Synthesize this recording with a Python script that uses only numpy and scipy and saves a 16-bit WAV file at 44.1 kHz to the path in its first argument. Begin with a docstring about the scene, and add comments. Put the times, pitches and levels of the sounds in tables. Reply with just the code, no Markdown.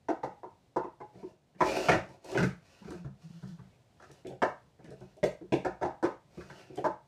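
"""Plastic cups are stacked into pyramids and swept down on a soft-covered board in a small bedroom.
First come separate landings, each a brief chatter that rings the cups and the board. Near 2 s cups slide
and clatter. Around 3 s a dragged stack makes the board hum under soft knocks. From 4 s to the end come
more landings, slides and ticks of rim on rim. All along, the room echoes for a quarter second over a
faint hush, and a phone listens from a couple of metres away."""
import sys
import numpy as np
from scipy import signal
from scipy.fft import rfft, irfft
from scipy.io import wavfile
from scipy.ndimage import uniform_filter1d

SR = 44100
rng = np.random.default_rng(int(sys.argv[2]) if len(sys.argv) > 2 else 0)


def generate_wav(sig):
    """Save sig (samples, or channels by samples) to the path in sys.argv[1] as 16-bit PCM at SR."""
    pcm = np.round(np.clip(np.atleast_2d(sig).T, -1, 1) * 32767).astype(np.int16)
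    wavfile.write(sys.argv[1], SR, pcm)


N = 311784


def undb(db):
    """Turn decibels into a number to multiply by."""
    return 10 ** (np.asarray(db) / 20)


def unit(x):
    """Scale a signal so its average size (rms) is 1."""
    return x / np.sqrt(np.mean(x ** 2))


def colour(x, points):
    """Turn lows and highs up or down along a curve of (pitch_hz, level_db) points."""
    hz, db = np.transpose(points)
    f = np.maximum(np.fft.rfftfreq(len(x), 1 / SR), 1)
    return irfft(rfft(x) * undb(np.interp(np.log(f), np.log(hz), db)), len(x))


HUSH_DB, HUSH_WAVER_DB = -65.5, 1.2
# The tone of the background hush: pitch_hz, relative_db
HUSH_TONE = [(15, -47), (25, -19), (122, -3.5), (273, -16.5), (700, -17.5), (1230, -29.5), (2680, -32),
             (3810, -32.5), (4470, -34.5), (7870, -39), (13800, -50.5), (15400, -48)]


def hush():
    """Still air and microphone noise, wavering a little."""
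    waver = unit(uniform_filter1d(rng.standard_normal(N), SR // 5))
    return unit(colour(rng.standard_normal(N), HUSH_TONE)) * undb(HUSH_DB + HUSH_WAVER_DB * waver)


ECHO_DB, ECHO_RISE_S = 1.5, 0.013
# How long the room's echo takes to fade by 60 dB: pitch_hz, fade_s
ECHO_FADES = [(125, 0.24), (400, 0.2), (1100, 0.3), (3000, 0.28), (8000, 0.27)]


def room(sound):
    """The walls send back a blur of echoes; each range of pitch fades at its own speed."""
    t, tail = np.arange(SR // 2) / SR, 0
    hz, fade_s = np.transpose(ECHO_FADES)
    noise = rfft(rng.standard_normal(len(t)))
    log_hz = np.log(np.maximum(np.fft.rfftfreq(len(t), 1 / SR), 1))
    for k in range(len(hz)):
        band = np.interp(log_hz, np.log(hz), np.arange(len(hz)) == k)
        fade = 1000. ** (-t / fade_s[k])
        tail = tail + irfft(noise * band, len(t)) * fade / np.sqrt(np.sum(fade ** 2))
    return undb(ECHO_DB) * signal.fftconvolve(sound, tail * np.clip(t / ECHO_RISE_S, 0, 1))[:N]


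# Swells of hum from the board: middle_s, pitch_hz, level_db, half_length_s
HUM_SWELLS = [(2.827, 190, -47.5, 0.0058), (2.964, 180, -46.5, 0.009), (3.012, 175, -44.5, 0.024),
              (3.262, 163, -44.5, .016), (3.308, 168, -42.5, 0.0037), (3.365, 168, -46.5, 0.024),
              (3.506, 165, -44.5, 0.01), (3.53, 168, -43, 0.021)]


def board_hum():
    """The rims of a dragged stack rub the board into one low note, with a weak note an octave up."""
    out, t = np.zeros(N), np.arange(-SR // 8, SR // 8) / SR
    for middle_s, hz, db, half_length_s in HUM_SWELLS:
        phase = 2 * np.pi * hz * (t + middle_s)
        note = np.sin(phase) + undb(-23) * np.sin(2 * phase)
        swell = np.exp(-(t / half_length_s) ** 2 / 2)
        start = int(middle_s * SR) - SR // 8
        out[start:start + len(t) - 1] += (undb(db) * swell * note)[1:]
    return np.sqrt(2) * out


RIM_BAND_HZ, RIM_RISE_S, RIM_FADE_S = (2800, 8300), 0.0023, 0.019
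# Lone ticks of rim on rim: start_s, peak_db
RIM_TICKS = [(2.0896, -58.5), (2.244, -46), (2.3156, -41.5), (2.4299, -37), (2.904, -46), (4.1138, -52),
             (4.2685, -46.5), (4.843, -55), (4.9046, -51.5), (5.0044, -58.5), (5.1678, -60.5),
             (5.238, -35.5), (5.5304, -43), (6.7568, -48.5), (6.77, -47.5)]


def rim_ticks():
    """A short bright crack where two rims touch."""
    out, t = np.zeros(N), np.arange(SR // 20) / SR
    bright = signal.butter(2, RIM_BAND_HZ, "bandpass", fs=SR, output="sos")
    shape = (1 - np.exp(-t / RIM_RISE_S)) * 1000. ** (-t / RIM_FADE_S)
    for start_s, db in RIM_TICKS:
        crack = signal.sosfilt(bright, rng.standard_normal(len(t))) * shape
        start = int(start_s * SR)
        out[start:start + len(t)] += crack * undb(db) / np.abs(crack).max()
    return out


SLIDE_RISE_S, SLIDE_FALL_S = 0.085, 0.089
SLIPS_PER_S, SLIP_SPREAD_DB, LUMPS_PER_S, LUMP_DB = 3000, 1.6, 45, 2.5
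SCRAPE_WIDTH_HZ, SCRAPE_DB, SCRAPE_CLIMB_HZ_PER_S = 350, 2, 2500
# The tone of a sliding cup's hiss: pitch_hz, relative_db
HISS_TONE = [(1470, -6), (2500, -16), (3240, -10.5), (3660, -12.5), (4390, -7.5), (6130, -11.5),
             (15400, -32)]
# Cups sliding on each other and on the cover: start_s, length_s, ring_db, scrape_db, hiss_db, scrape_hz
CUP_SLIDES = [(1.168, .12, -60.5, -77.5, -74, 2300), (1.656, .2, -36, -45.5, -46.5, 2310),
              (2.044, 0.09, -60.5, -79, -73, 2250), (2.28, 0.15, -47.5, -60.5, -56.5, 2570),
              (2.656, 0.156, -74, -73.5, -70.5, 2430), (2.87, .1, -62, -69, -68, 2300),
              (3.222, 0.3, -83, -77, -69.5, 2594), (3.644, 0.11, -79.5, -81.5, -88, 2138),
              (4.024, 0.16, -71, -77, -73, 2500), (4.833, 0.15, -71.5, -79, -84, 2320),
              (4.997, .11, -75, -82, -80, 2440), (6.349, 0.25, -63.5, -70.5, -68, 2355),
              (6.556, 0.12, -66, -69, -73.5, 2350), (6.758, 0.023, -56, -67, -69, 2400)]


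def cup_slides():
    """Many tiny slips shake the cups and hiss; the scrape climbs in pitch as one cup enters another."""
    start_s, length_s, *levels_db, start_hz = np.transpose(CUP_SLIDES)[:, :, None]
    age_s = np.arange(N) / SR - start_s
    rise = np.clip(1 + age_s / SLIDE_RISE_S, 0, 1) ** 2
    fall = np.clip(1 - (age_s - length_s) / SLIDE_FALL_S, 0, 1) ** 2
    shape = rise * fall
    ring_gain, scrape_gain, hiss_gain = (np.sum(shape * undb(db), axis=0) for db in levels_db)
    pitches = start_hz + SCRAPE_CLIMB_HZ_PER_S * np.clip(age_s, 0, length_s)
    scrape_hz = pitches[shape.argmax(axis=0), np.arange(N)]  # follow the slide most fully under way

    lumps = undb(LUMP_DB * unit(uniform_filter1d(rng.standard_normal(N), int(SR / LUMPS_PER_S))))
    slips = (rng.random(N) < SLIPS_PER_S / SR) * rng.standard_normal(N)
    slips *= undb(SLIP_SPREAD_DB * rng.exponential(size=N)) * lumps
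    t = np.arange(SR // 8) / SR
    held_rings = [ring(notes, t) * np.exp(-t / 0.028) for notes in RING_NOTES]  # muffled by the hand
    low, _, middle, high, clack = (unit(signal.fftconvolve(slips, r)[:N]) for r in held_rings)
    body = unit(low + middle + undb(-11) * high)
    roughness = signal.sosfilt(signal.butter(2, SCRAPE_WIDTH_HZ / 2, fs=SR, output="sos"), slips)
    rough_note = unit(roughness * np.sin(2 * np.pi * np.cumsum(scrape_hz) / SR))
    scrape = unit(clack + undb(SCRAPE_DB) * rough_note)
    hiss = unit(colour(unit(slips) * undb(0.5) + rng.standard_normal(N), HISS_TONE))
    return ring_gain * body + scrape_gain * scrape + hiss_gain * hiss


RING_RISE_CYCLES = 0.41
# The notes that cups and board ring at, in five groups (low, board, middle, high, clack).
# Each note: pitch_hz, relative_db, fade_s (time to fall by 60 dB)
RING_NOTES = [
    [(299.8, -3, 0.024), (355.7, -2.5, 0.059), (417, -0.5, 0.032), (477.6, -5.5, 0.034)],
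    [(56, -31.5, 0.49), (82, -16, 0.23), (115, -15.5, 0.16), (135.7, -1, 0.11), (180.8, 7, 0.04),
     (191, -6.5, 0.18)],
    [(555.8, -4.5, 0.052), (630, -2, 0.057), (741.6, 1, 0.025), (780, -2.5, 0.028)],
    [(866, -8, 0.11), (859, -1, 0.06), (975, 8, 0.016), (1054, -4.5, 0.012)],
    [(1180, 0, .02), (1340, 0, .02), (1540, 1, .025), (1730, 0, .015), (1960, 0, .02), (2190, 0, .012),
     (2450, 0, .012), (2750, 0, .01), (3050, 0, .01), (3450, -2, .008)],
]


def ring(notes, t, scatter_db=0, detune=0):
    """One group of notes rings after a soft push; neighbours start by swinging opposite ways."""
    hz, db, fade_s = np.transpose(notes)[:, :, None]
    hz = hz * (1 + detune)
    gain = undb(db + scatter_db) * (-1) ** np.arange(len(hz))[:, None]
    swell = 1 - np.exp(-t * hz / RING_RISE_CYCLES)
    return np.sum(gain * swell * np.sin(2 * np.pi * hz * t) * 1000. ** (-t / fade_s), axis=0)


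def rocking_rim(count=24, typical_s=0.03):
    """A rim never lands flat: it rocks through small taps that build up and then die out."""
    length_s = typical_s * (1 + 0.12 * rng.standard_normal())
    samples = max(length_s, 0.002) * SR
    when, size = np.sort(rng.random(count)), rng.standard_normal(count)
    size[0] = 2.3  # the first edge always strikes firmly
    force = (size + np.sign(size)) * (0.19 + 3 * when) * np.exp(-4 * when)
    taps = np.zeros(int(samples) + 2)
    taps[((when - when[0]) * samples).astype(int)] = force
    return taps


NOTE_SCATTER_DB, NOTE_DETUNE, CLACK_REACH_OCTAVES = 3, 0.03, 0.6
CLICK_BAND_HZ, CLICK_FADE_S, CLICK_BELOW_CLACK_DB = (2800, 6430), 0.025, 12.5
# Cups landing: start_s, level_db, board_db, middle_db, high_db, clack_db, clack_hz
# level_db is the peak of the low ring; the other four levels are added to it.
CUP_LANDINGS = [(0.085, -23.5, -51, -3, -5.5, -11.5, 1330), (0.232, -29, -13, -5.5, 1.5, -9, 1360),
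                (0.432, -39.5, -16, -7, 1, -13, 1190), (0.761, -25, -15.5, -7.5, 3, -11, 1330),
                (0.836, -36, -46, -7, -0.5, -14, 1550), (1.003, -40, -14.5, -6.5, 0.5, -13, 1590),
                (1.142, -51.5, 3, -21, -36, -15, 1710), (1.228, -36.5, -8, -24, -13, -28, 2090),
                (1.548, -57.5, 6, -11, -19, -6, 1930), (1.606, -21.5, -12, -4, 5, -5.5, 1580),
                (1.885, -18.5, -5, 1.5, -5.5, 2, 1830), (1.917, -26, -4, 1, -17, 6, 1860),
                (1.942, -27.5, -2, 1.5, -5.5, -1.5, 1830), (2.09, -52.5, 4, -14, -4, -12, 1530),
                (2.244, -46, -14, -5, -3, -25, 2500), (2.321, -32.5, -25, -4, -20, -12, 1280),
                (2.348, -24.5, -15, -4, -10.5, -11.5, 2000), (2.374, -23.5, -2, -8.5, -18, 1.5, 1520),
                (2.398, -29, 5, -11, -4.5, -2, 1500), (2.427, -24, 2, -16, -36, -4.5, 1720),
                (2.817, -56, 3, -9, -1, -8, 1205), (2.842, -50, 10, -9, -13, -3, 1200),
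                (2.874, -39, -1, -15, -39, -13, 1250), (2.907, -38, -12, -14, -15, -7.5, 1180),
                (2.937, -51, 4.5, 0.5, -9, -2, 1190), (3.045, -46, 12, -8, -8.5, -4.5, 1200),
                (3.425, -49.5, 15, -6, -9, -2, 1214), (3.586, -56.5, 13, -9.5, -3.5, 0, 1234),
                (3.999, -56.5, -2, 2, 4.5, 7, 1340), (4.021, -53, -15, 2.5, -11, 7, 1300),
                (4.094, -49.5, -2, -5, -12, -10, 1360), (4.248, -33, -14, -12.5, -42, -22, 2070),
                (4.269, -41, -21, -8, -29, -10.5, 3300), (4.294, -46.5, -0.5, 2, -24, -14.5, 2190),
                (4.314, -42.5, -4, 0, -28, -16.5, 2120), (4.419, -21.5, -17.5, 2.5, 0.5, -3, 1540),
                (4.79, -51.5, -0.5, -5, -14, -12, 1320), (4.843, -53.5, 6, -4, -18, -2, 2060),
                (4.873, -47.5, -1, -11, -25, -12, 2100), (4.911, -43, -5, -5, -28, -12.5, 1200),
                (5.009, -45.5, 3, -7, -12, -13, 1210), (5.167, -53, -17, -0.5, -26, -14, 3060),
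                (5.23, -17.5, -12, -1.5, -19.5, -13, 2230), (5.41, -38, -11, -18, -23, -26, 1380),
                (5.522, -18.5, -10.5, -2.5, -15.5, -10.5, 2800), (5.648, -25, -13, 0.5, -8, -7, 1480),
                (5.812, -34, -9, 2, -8, -11, 1210), (5.82, -29.5, -9.5, 1.5, 2, -4.5, 1300),
                (5.848, -30.5, -32, 1, 2.5, -8, 1520), (6.027, -21, -21, -12, -7.5, -11.5, 1210),
                (6.042, -26, -23, -2.5, -4, -8.5, 1380), (6.373, -39.5, 1.5, -13, -34, -13, 1235),
                (6.406, -49, -5, -10, -11, 6, 1237), (6.497, -48, 2.5, -6, 1.5, 6.5, 1400),
                (6.699, -39.5, -10.5, -23, -45, -38, 2380), (6.774, -29, -13.5, -5.5, -21, -17, 2440),
                (6.842, -27.5, -14.5, 2.5, 3.5, -6.5, 1220), (6.86, -36, -9, 2, 3, -33, 1430)]


def cup_landings():
    """Rim taps ring the cups and board. Returns the sound sent to the phone and that sent all around."""
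    direct, spread = np.zeros((2, N + SR))
    t = np.arange(SR // 7) / SR
    bright = signal.butter(2, CLICK_BAND_HZ, "bandpass", fs=SR, output="sos")
    clean_click = signal.sosfilt(bright, 1. * (t == 0))
    wall_hz = np.array(RING_NOTES[-1])[:, :1]
    for start_s, level_db, board_db, middle_db, high_db, clack_db, clack_hz in CUP_LANDINGS:
        click_db = clack_db - CLICK_BELOW_CLACK_DB
        levels_db = level_db + np.array([0, board_db, middle_db, high_db, clack_db, click_db])
        taps = rocking_rim()
        chance = [rng.standard_normal((2, len(notes), 1)) for notes in RING_NOTES]
        scatter_db = [NOTE_SCATTER_DB * draw[0] for draw in chance]
        detune = [NOTE_DETUNE * draw[1] for draw in chance]
        # where the cup is hit favours the wall notes near its clack pitch
        scatter_db[-1] -= 6 * (np.log2(wall_hz / clack_hz) / CLACK_REACH_OCTAVES) ** 2
        rings = [ring(notes, t, db, shift) for notes, db, shift in zip(RING_NOTES, scatter_db, detune)]
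        parts = [signal.fftconvolve(taps, r) for r in rings]
        # the heavy board feels only the early taps, summed into one push
        parts[1] = signal.fftconvolve(np.abs(taps[:len(taps) // 5]), rings[1])
        click = signal.sosfilt(bright, rng.standard_normal(len(t))) * 1000. ** (-t / CLICK_FADE_S)
        parts.append(signal.fftconvolve(taps, click))
        start = int(start_s * SR)
        for part, one_tap, db in zip(parts, rings + [clean_click], levels_db):
            part = part * undb(db) / np.abs(part).max()
            direct[start:start + len(part)] += part
            # over all directions the taps blend into one clean ring with the same energy
            spread[start:start + len(t)] += one_tap * np.sqrt(np.sum(part ** 2) / np.sum(one_tap ** 2))
    return direct[:N], spread[:N]


def scene():
    """Cups heard directly and as a room echo, over the board's hum and the hush."""
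    direct, spread = cup_landings()
    handling = cup_slides() + rim_ticks()
    return (direct + handling + room(spread + handling) + board_hum() + hush())[None]


def record(dry, low_hz=42.8, top_hz=15200):
    """The phone drops the deep bass and cuts the highest treble."""
    thin = signal.sosfilt(signal.butter(2, low_hz, "highpass", fs=SR, output="sos"), dry)
    return signal.sosfilt(signal.ellip(8, .2, 70, top_hz, fs=SR, output="sos"), thin)


dry = scene()
out = record(dry)
generate_wav(out)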